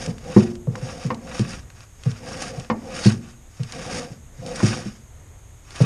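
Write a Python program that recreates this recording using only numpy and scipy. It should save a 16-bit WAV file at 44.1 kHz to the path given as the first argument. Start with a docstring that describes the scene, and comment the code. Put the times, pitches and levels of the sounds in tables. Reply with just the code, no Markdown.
"""A garage, in the bare sheet-metal footwell of a standing car: a foot works the throttle pedal.
Again and again the sole thumps down, trouser cloth and cable rub, and the spring pulls the pedal back
with a thud; now and then the linkage clacks on its stop. Each blow rings the footwell panels.
Joints and cloth tick, rubber tread scuffs. The close microphone adds faint handling rumble and hiss."""
import sys
import numpy as np
from scipy import signal
from scipy.fft import rfft, irfft, next_fast_len
from scipy.io import wavfile
from scipy.ndimage import uniform_filter1d

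SR = 44100
rng = np.random.default_rng(int(sys.argv[2]) if len(sys.argv) > 2 else 0)


def file_out(sig):
    """Save sig as 16-bit WAV at sys.argv[1]."""
    # one column per channel
    cols = np.atleast_2d(sig).T
    # limit, then scale
    lim = np.clip(cols, -1, 1)
    pcm = np.round(lim * 32767).astype(np.int16)
    wavfile.write(sys.argv[1], SR, pcm)


N = 257984


def undb(db):
    """Decibels to gain."""
    return 10 ** (np.asarray(db) / 20)


def unit(x):
    """Scale to an rms of 1."""
    return x / np.sqrt(np.mean(x ** 2))


def colour(x, spectrum):
    """Shape x with (freq_hz, level_db) points; rms 1."""
    hz, db = np.transpose(spectrum)
    size = next_fast_len(len(x), True)
    bins_hz = np.maximum(np.fft.rfftfreq(size, 1 / SR), 1)
    gain = undb(np.interp(np.log(bins_hz), np.log(hz), db))
    return unit(irfft(rfft(x, size) * gain, size)[:len(x)])


def butter(x, order, hz, kind="low"):
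    """Butterworth filter."""
    return signal.sosfilt(signal.butter(order, hz, kind, fs=SR, output="sos"), x)


def fade(t, t60_s):
    """Free decay, 60 dB down after t60_s."""
    return np.exp(-np.log(1000) * t / t60_s)


def mode(t, hz, t60_s):
    """One freely decaying mode."""
    return fade(t, t60_s) * np.sin(2 * np.pi * hz * t)


def drift(rate_hz):
    """Smooth random drift, rms 1."""
    hold = int(SR / rate_hz)
    steps = np.repeat(rng.standard_normal(N // hold + 1), hold)
    return unit(uniform_filter1d(steps, hold)[:N])


def add(out, start_s, sound):
    """Mix a sound in at start_s."""
    i = int(start_s * SR)
    out[i:i + len(sound)] += sound[:N - i]


# microphone handling rumble: freq_hz, level_db
RUMBLE_SPECTRUM = [(12, -34), (20, -5), (71, -2.5), (128, -6.5), (154, -18.5), (364, -26), (446, -24.5),
                   (572, -26.5), (1590, -35.5), (2080, -34), (4500, -58.5), (5850, -71), (9900, -120)]
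# microphone hiss: freq_hz, level_db
MIC_SPECTRUM = [(3500, -8.5), (5000, -15), (6000, -9), (6500, 4.5), (7100, -3.5), (9000, -7.5),
                (10500, -14), (13000, -13.5), (14200, -36)]

def background(rumble_db=-44.5, waver_db=1.37, hiss_db=-57):
    """Faint, wavering low rumble from handling the microphone, and its thin, steady hiss."""
    rumble = colour(rng.standard_normal(N), RUMBLE_SPECTRUM)
    rumble *= undb(rumble_db + waver_db * drift(rate_hz=4.5))
    return rumble + undb(hiss_db) * colour(rng.standard_normal(N), MIC_SPECTRUM)


def friction(spectrum, slips_per_s, spread_db, flutter_db, walls_db):
    """Tiny random slips, coming in flurries and smeared by the footwell walls; rms 1."""
    slips = (rng.random(N) < slips_per_s / SR) * rng.choice([-1, 1], N)
    sizes = undb(spread_db * np.minimum(rng.exponential(size=N), 5))
    t = np.arange(SR // 16) / SR
    walls = undb(walls_db) * rng.standard_normal(len(t)) * fade(t, 0.048)
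    walls[0] = 1  # direct path
    flurries = slips * sizes * undb(flutter_db * drift(rate_hz=70))
    return colour(signal.fftconvolve(flurries, walls)[:N], spectrum)


# cable in its sleeve: freq_hz, level_db
CABLE_SPECTRUM = [(70, -22), (120, 0), (230, 2), (320, -8.5), (420, -13.5), (480, 3.5), (515, 8), (560, -5),
                  (610, -14), (720, -3), (870, -16), (2000, -56)]
# cable slides: start_s, length_s, level_db
CABLE_SLIDES = [(0.0, 0.088, -34.5), (0.259, 0.063, -33.5), (0.747, 0.29, -38), (1.239, 0.17, -39),
                (1.477, 0.033, -42), (2.224, .37, -36.5), (2.841, 0.17, -36), (3.753, 0.064, -34.5),
                (3.853, .19, -32.5), (4.435, 0.16, -33.5), (4.732, 0.076, -37.5)]

def cable(arch_db=2, gain_db=0.5):
    """The cable drags through its sleeve, fastest in mid travel, and the footwell hums with it."""
    envelope, t = np.zeros(N), np.arange(N) / SR
    for start_s, length_s, level_db in CABLE_SLIDES:
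        off_centre = np.clip(2 * (t - start_s) / length_s - 1, -1, 1)
        onset = fade(np.maximum(start_s - t, 0), t60_s=0.11)
        tail = fade(np.maximum(t - start_s - length_s, 0), t60_s=0.3)
        envelope = np.maximum(envelope, undb(level_db - arch_db * off_centre ** 2) * onset * tail)
    drag = friction(CABLE_SPECTRUM, slips_per_s=2300, spread_db=1.53, flutter_db=-0.14, walls_db=-38.5)
    return undb(gain_db) * envelope * drag


# leg movements: peak_s, level_db, rise_s, fall_s, scrape_offset_db
LEG_STROKES = [(0.055, -36.5, 0.31, .1, -9), (0.391, -36.5, .22, 0.17, -3.5),
               (0.91, -39.5, 0.23, 0.23, -4.5), (1.038, -40.5, .1, 0.11, -3),
               (1.39, -38.5, 0.2, 0.12, -1.5), (1.54, -38.5, 0.26, 0.1, -3.5), (1.82, -52, 0.26, 0.14, 1.5),
               (2.11, -44.5, 0.18, 0.032, -1), (2.289, -41, 0.082, 0.12, -1), (2.45, -37, 0.39, 0.19, -3.5),
               (2.6, -45.5, 0.24, .15, -1), (2.97, -38, .18, .12, -2.5), (3.073, -29.5, 0.1, 0.094, -4),
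               (3.29, -51.5, 0.26, 0.14, 1.5), (3.81, -39, 0.31, 0.26, -2.5),
               (3.934, -33.5, 0.11, 0.21, -5), (4.48, -46, .09, 0.11, -2), (4.68, -31, .25, .26, -4),
               (5.83, -36.5, 0.17, .2, 0.5)]

def strokes(scraping, range_db=20, roundness=1.157, stick_db=-63.5):
    """Rubbing envelope: peaks at each stroke's fastest moment, zero where the cloth sticks."""
    power, t = np.zeros(N), np.arange(N) / SR
    for peak_s, level_db, rise_s, fall_s, scrape_offset_db in LEG_STROKES:
        peak_db = level_db + (scrape_offset_db if scraping else 0)
        off_peak = np.maximum((peak_s - t) / rise_s, (t - peak_s) / fall_s)
        power += undb(peak_db - range_db * off_peak ** roundness) ** 2
    return np.maximum(np.sqrt(power) - undb(stick_db), 0)


# cloth hiss: freq_hz, level_db
CLOTH_HISS = [(1500, -0.5), (3000, -5.5), (4200, -5.5), (4900, -0.5), (5600, 1), (6050, -7), (6500, -1.5),
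              (7500, -13), (9000, -8), (10500, -20), (11700, -31.5), (14000, -71)]
# cloth scrape: freq_hz, level_db
CLOTH_SCRAPE = [(300, -5), (700, -3), (950, -3.5), (1350, 8.5), (1700, -2), (2200, -6.5), (2450, -1.5),
                (2750, -1.5), (3300, -15.5), (3850, -8), (5000, -42), (9000, -46)]

def trousers(hiss_db=0.8, scrape_db=1.3, crease_db=-8):
    """Trouser cloth hisses, scrapes and creases with each stroke, silent when the leg rests."""
    hiss = friction(CLOTH_HISS, slips_per_s=6000, spread_db=3, flutter_db=2, walls_db=-24.5)
    scrape = friction(CLOTH_SCRAPE, slips_per_s=2500, spread_db=3, flutter_db=3.5, walls_db=-25.5)
    creases = friction(CLOTH_HISS, slips_per_s=60, spread_db=0, flutter_db=5, walls_db=-17.5)
    rustle = undb(hiss_db) * hiss + undb(crease_db) * creases
    return strokes(scraping=False) * rustle + strokes(scraping=True) * undb(scrape_db) * scrape


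# sole letting go of the pedal: peak_s, half_length_s, level_db, pitch_hz
TREAD_SCUFFS = [(0.398, .014, -42, 5450), (2.335, 0.0044, -38, 5800), (3.064, 0.02, -27.5, 4650),
                (4.702, 0.012, -36, 5100)]

def scuffs():
    """Rubber tread chatters over the pedal face in short, narrow-band rasps."""
    out, t = np.zeros(N), np.arange(N) / SR
    spectrum = [(1000, 7), (5000, -3), (10000, -3), (12000, -16)]
    chatter = friction(spectrum, slips_per_s=5100, spread_db=1.5, flutter_db=5.5, walls_db=1)
    for peak_s, half_length_s, level_db, pitch_hz in TREAD_SCUFFS:
        rasp = unit(butter(chatter, 1, [0.93 * pitch_hz, 1.03 * pitch_hz], "band"))
        envelope = np.exp(-((t - peak_s) / half_length_s) ** 2 / 2)
        out += undb(level_db) * envelope * rasp
    return out


# clearest ticks of joints and cloth: start_s, level_db, pitch_hz
CLEAR_TICKS = [(0.0615, -20.5, 4960), (0.182, -33, 3230), (0.554, -33.5, 3600), (0.7564, -29.5, 5600),
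               (1.145, -29.5, 5100), (1.3936, -19.5, 5200), (1.702, -34.5, 2000), (1.806, -34.5, 3460),
               (2.0355, -29, 4530), (2.115, -29, 4200), (2.598, -27, 6040), (2.646, -29.5, 1770),
               (3.0486, -16.5, 5150), (3.6336, -27, 4000), (3.7225, -23.5, 4900), (4.4627, -26, 6200),
               (4.5578, -19, 6400), (5.706, -29.5, 3420), (5.7595, -26, 5000), (5.822, -22.5, 4530)]

def ticks():
    """Joints and creasing cloth give short, broad snaps that reflect off the close walls."""
    out, t = np.zeros(N), np.arange(SR // 8) / SR
    direct, reflected = 0.5 * fade(t, 0.017), 0.059 * fade(t, 0.094)
    for start_s, level_db, pitch_hz in CLEAR_TICKS:
        noise = unit(butter(rng.standard_normal(len(t)), 1, [0.34 * pitch_hz, 1.18 * pitch_hz], "band"))
        snap = butter(noise * (direct + reflected), 6, 9500)
        add(out, start_s, undb(level_db) * snap)
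    return out


# footwell panel modes: pitch_hz, t60_s, sole_db, return_db, stop_db
PANEL_MODES = [ (106.45, 0.27, -11.5, -2, -14.5), (128.4, 0.15, 0.5, 1.5, -17.5),
               (163.2, .13, -2, -42, -12.5), (202, 0.1, -36, 7, -48), (216.8, 0.35, -23.5, -9.5, -10.5),
               (235, 0.67, -25, -20, -17.5), (272, 0.51, -37, -35.5, -22.5), (326, 0.06, -41, -1.5, -12),
               (395.6, 0.12, -46, -31.5, -69), (437.4, 0.47, -29, -36, -51),
               (481, 0.16, -19.5, -18.5, -13.5), (508.5, 0.1, -34, -15.5, -8.5),
               (716, 0.049, -28, -18.5, -28), (815, 0.031, -31, -18, -10), (919, 0.13, -67, -27, -12),
               (1053, 0.062, -54, -23.5, -4), (1146, 0.2, -46, -36, -19.5), (1385, 0.15, -54, -41, -27),
               (1570, .07, -57, -38, -36), (1820, 0.11, -57, -36, -20), (2137, 0.12, -56, -48, -26),
               (2950, 0.085, -60, -52, -25), (3540, 0.067, -64, -60, -30)]
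# crowded modes after a thud: freq_hz, level_db
THUD_WASH = [(60, -44), (110, 5.5), (220, 3.5), (330, -7), (500, -6), (700, -5.5), (1200, -7),
             (2500, -30.5), (8000, -30)]
# crowded modes after a clack: freq_hz, level_db
CLACK_WASH = [(80, -35), (200, -7), (500, -7), (1000, 1), (1500, -8), (2200, -6.5), (3500, -21.5),
              (5200, -7), (12000, -40)]

def blow(striker, hardness_hz, wash_db, bass_db, *, swell_cycles, low_t60_s, high_t60_s, garage_db):
    """One blow on the footwell: strong modes, a wash of crowded ones and the garage's faint answer."""
    t = np.arange(SR) / SR
    body = np.zeros(SR)
    for k, (pitch_hz, t60_s, sole_db, return_db, stop_db) in enumerate(PANEL_MODES):
        level_db = {"sole": sole_db, "return": return_db, "stop": stop_db}[striker]
        shelf_db = bass_db / (1 + (pitch_hz / 165) ** 6)  # the foot's weight feeds the lowest modes
        rolloff = 1 / np.sqrt(1 + (pitch_hz / hardness_hz) ** 4)  # soft contact misses the high ones
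        swell = 1 - np.exp(-t * pitch_hz / swell_cycles)
        polarity = (-1) ** k  # neighbours swing against each other
        body += polarity * undb(level_db + shelf_db) * rolloff * swell * mode(t, pitch_hz, t60_s)
    noise = colour(rng.standard_normal(SR), CLACK_WASH if striker == "stop" else THUD_WASH)
    lows = butter(noise, 2, 450) * fade(t, low_t60_s)
    highs = butter(noise, 2, 450, "high") * fade(t, high_t60_s)
    garage = undb(garage_db) * noise * fade(t, 0.41)
    wash = butter(lows - highs + garage, 2, hardness_hz) / 2
    return body + undb(wash_db) * wash


# linkage on its stop: start_s, level_db, hardness_hz, wash_db, bass_db, knock_db, knock_hz
STOP_HITS = [(0.7545, -31, 5000, -1.5, -8, 12, 1480), (1.1041, -15, 2800, -2.5, -10, 1, 740),
             (2.6999, -10.5, 3100, -4, -3.5, 2, 755), (4.603, -27, 3000, 4, -13, 10.5, 1320)]

def linkage_clacks():
    """Metal on metal: a brief knock straight from the stop, then the panels ring."""
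    out, t = np.zeros(N), np.arange(SR) / SR
    for start_s, level_db, *contact, knock_db, knock_hz in STOP_HITS:
        clack = blow("stop", *contact, swell_cycles=0.3, low_t60_s=0.44, high_t60_s=0.13, garage_db=-11.5)
        knock = undb(knock_db) * mode(t, knock_hz, t60_s=0.0057)
        add(out, start_s, undb(level_db) * (clack - knock))
    return out


# sole on pedal or floor: start_s, level_db, hardness_hz, wash_db, bass_db
SOLE_LANDINGS = [(0.076, -10.5, 696, -11, -4), (0.672, -10, 1490, -20.5, 2), (0.821, -32.5, 295, -4, 20.5),
                 (1.049, -10.5, 440, -8.5, -7), (2.059, -11, 770, -24, 6.5), (2.572, -20, 600, -13, -2.5),
                 (3.596, -19, 1000, -21, 8), (4.104, -22.5, 500, -9, -4.5), (4.385, -36, 923, -15, 15),
                 (5.8044, -1, 1330, -15, 1)]

def sole_thumps():
    """The rubber sole slaps, louder the harder the contact, and the panels thump."""
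    out, t = np.zeros(N), np.arange(SR) / SR
    for start_s, level_db, hardness_hz, wash_db, bass_db in SOLE_LANDINGS:
        thump = blow("sole", hardness_hz, wash_db, bass_db,
                     swell_cycles=1.7, low_t60_s=0.24, high_t60_s=0.046, garage_db=-5)
        slap = hardness_hz / 6500 * mode(t, hz=550, t60_s=0.021)
        add(out, start_s, undb(level_db) * (thump - slap))
    return out


# return spring: pitch_hz, t60_s, level_db
SPRING_MODES = [(354, 0.7, -0.5), (377.2, 0.26, 6)]
# pedal reaching rest: start_s, level_db, hardness_hz, wash_db, bass_db, spring_db
PEDAL_RETURNS = [(0.3637, 1, 1490, -11.5, -9.5, -19), (1.396, -15, 388, -1.5, 0.5, -25.5),
                 (3.058, -5, 420, -9, -0.5, -29), (4.63, -10, 477, -2, 2.5, -19),
                 (4.858, -19, 330, -15.5, -11.5, -41)]

def return_thuds():
    """The pedal snaps back with a thud; its spring sings in two close modes that beat."""
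    out, t = np.zeros(N), np.arange(SR) / SR
    spring = sum(undb(db) * mode(t, hz, t60_s) for hz, t60_s, db in SPRING_MODES)
    for start_s, level_db, *contact, spring_db in PEDAL_RETURNS:
        thud = blow("return", *contact,
                    swell_cycles=0.75, low_t60_s=0.53, high_t60_s=0.062, garage_db=-27)
        add(out, start_s, undb(level_db) * (thud + undb(spring_db) * spring))
    return out


def scene(port_hz=10800):
    """Mono mix; the microphone port dulls the top treble of blows, ticks and scuffs."""
    contacts = sole_thumps() + return_thuds() + linkage_clacks() + ticks() + scuffs()
    return (butter(contacts, 10, port_hz) + trousers() + cable() + background())[None]


def record(dry, top_hz=14200):
    """The input clips at full scale; a steep low-pass cuts the top."""
    lowpass = signal.ellip(8, 0.2, 70, top_hz, fs=SR, output="sos")
    return signal.sosfilt(lowpass, np.clip(dry, -1, 1))


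dry = scene()
out = record(dry)
file_out(out)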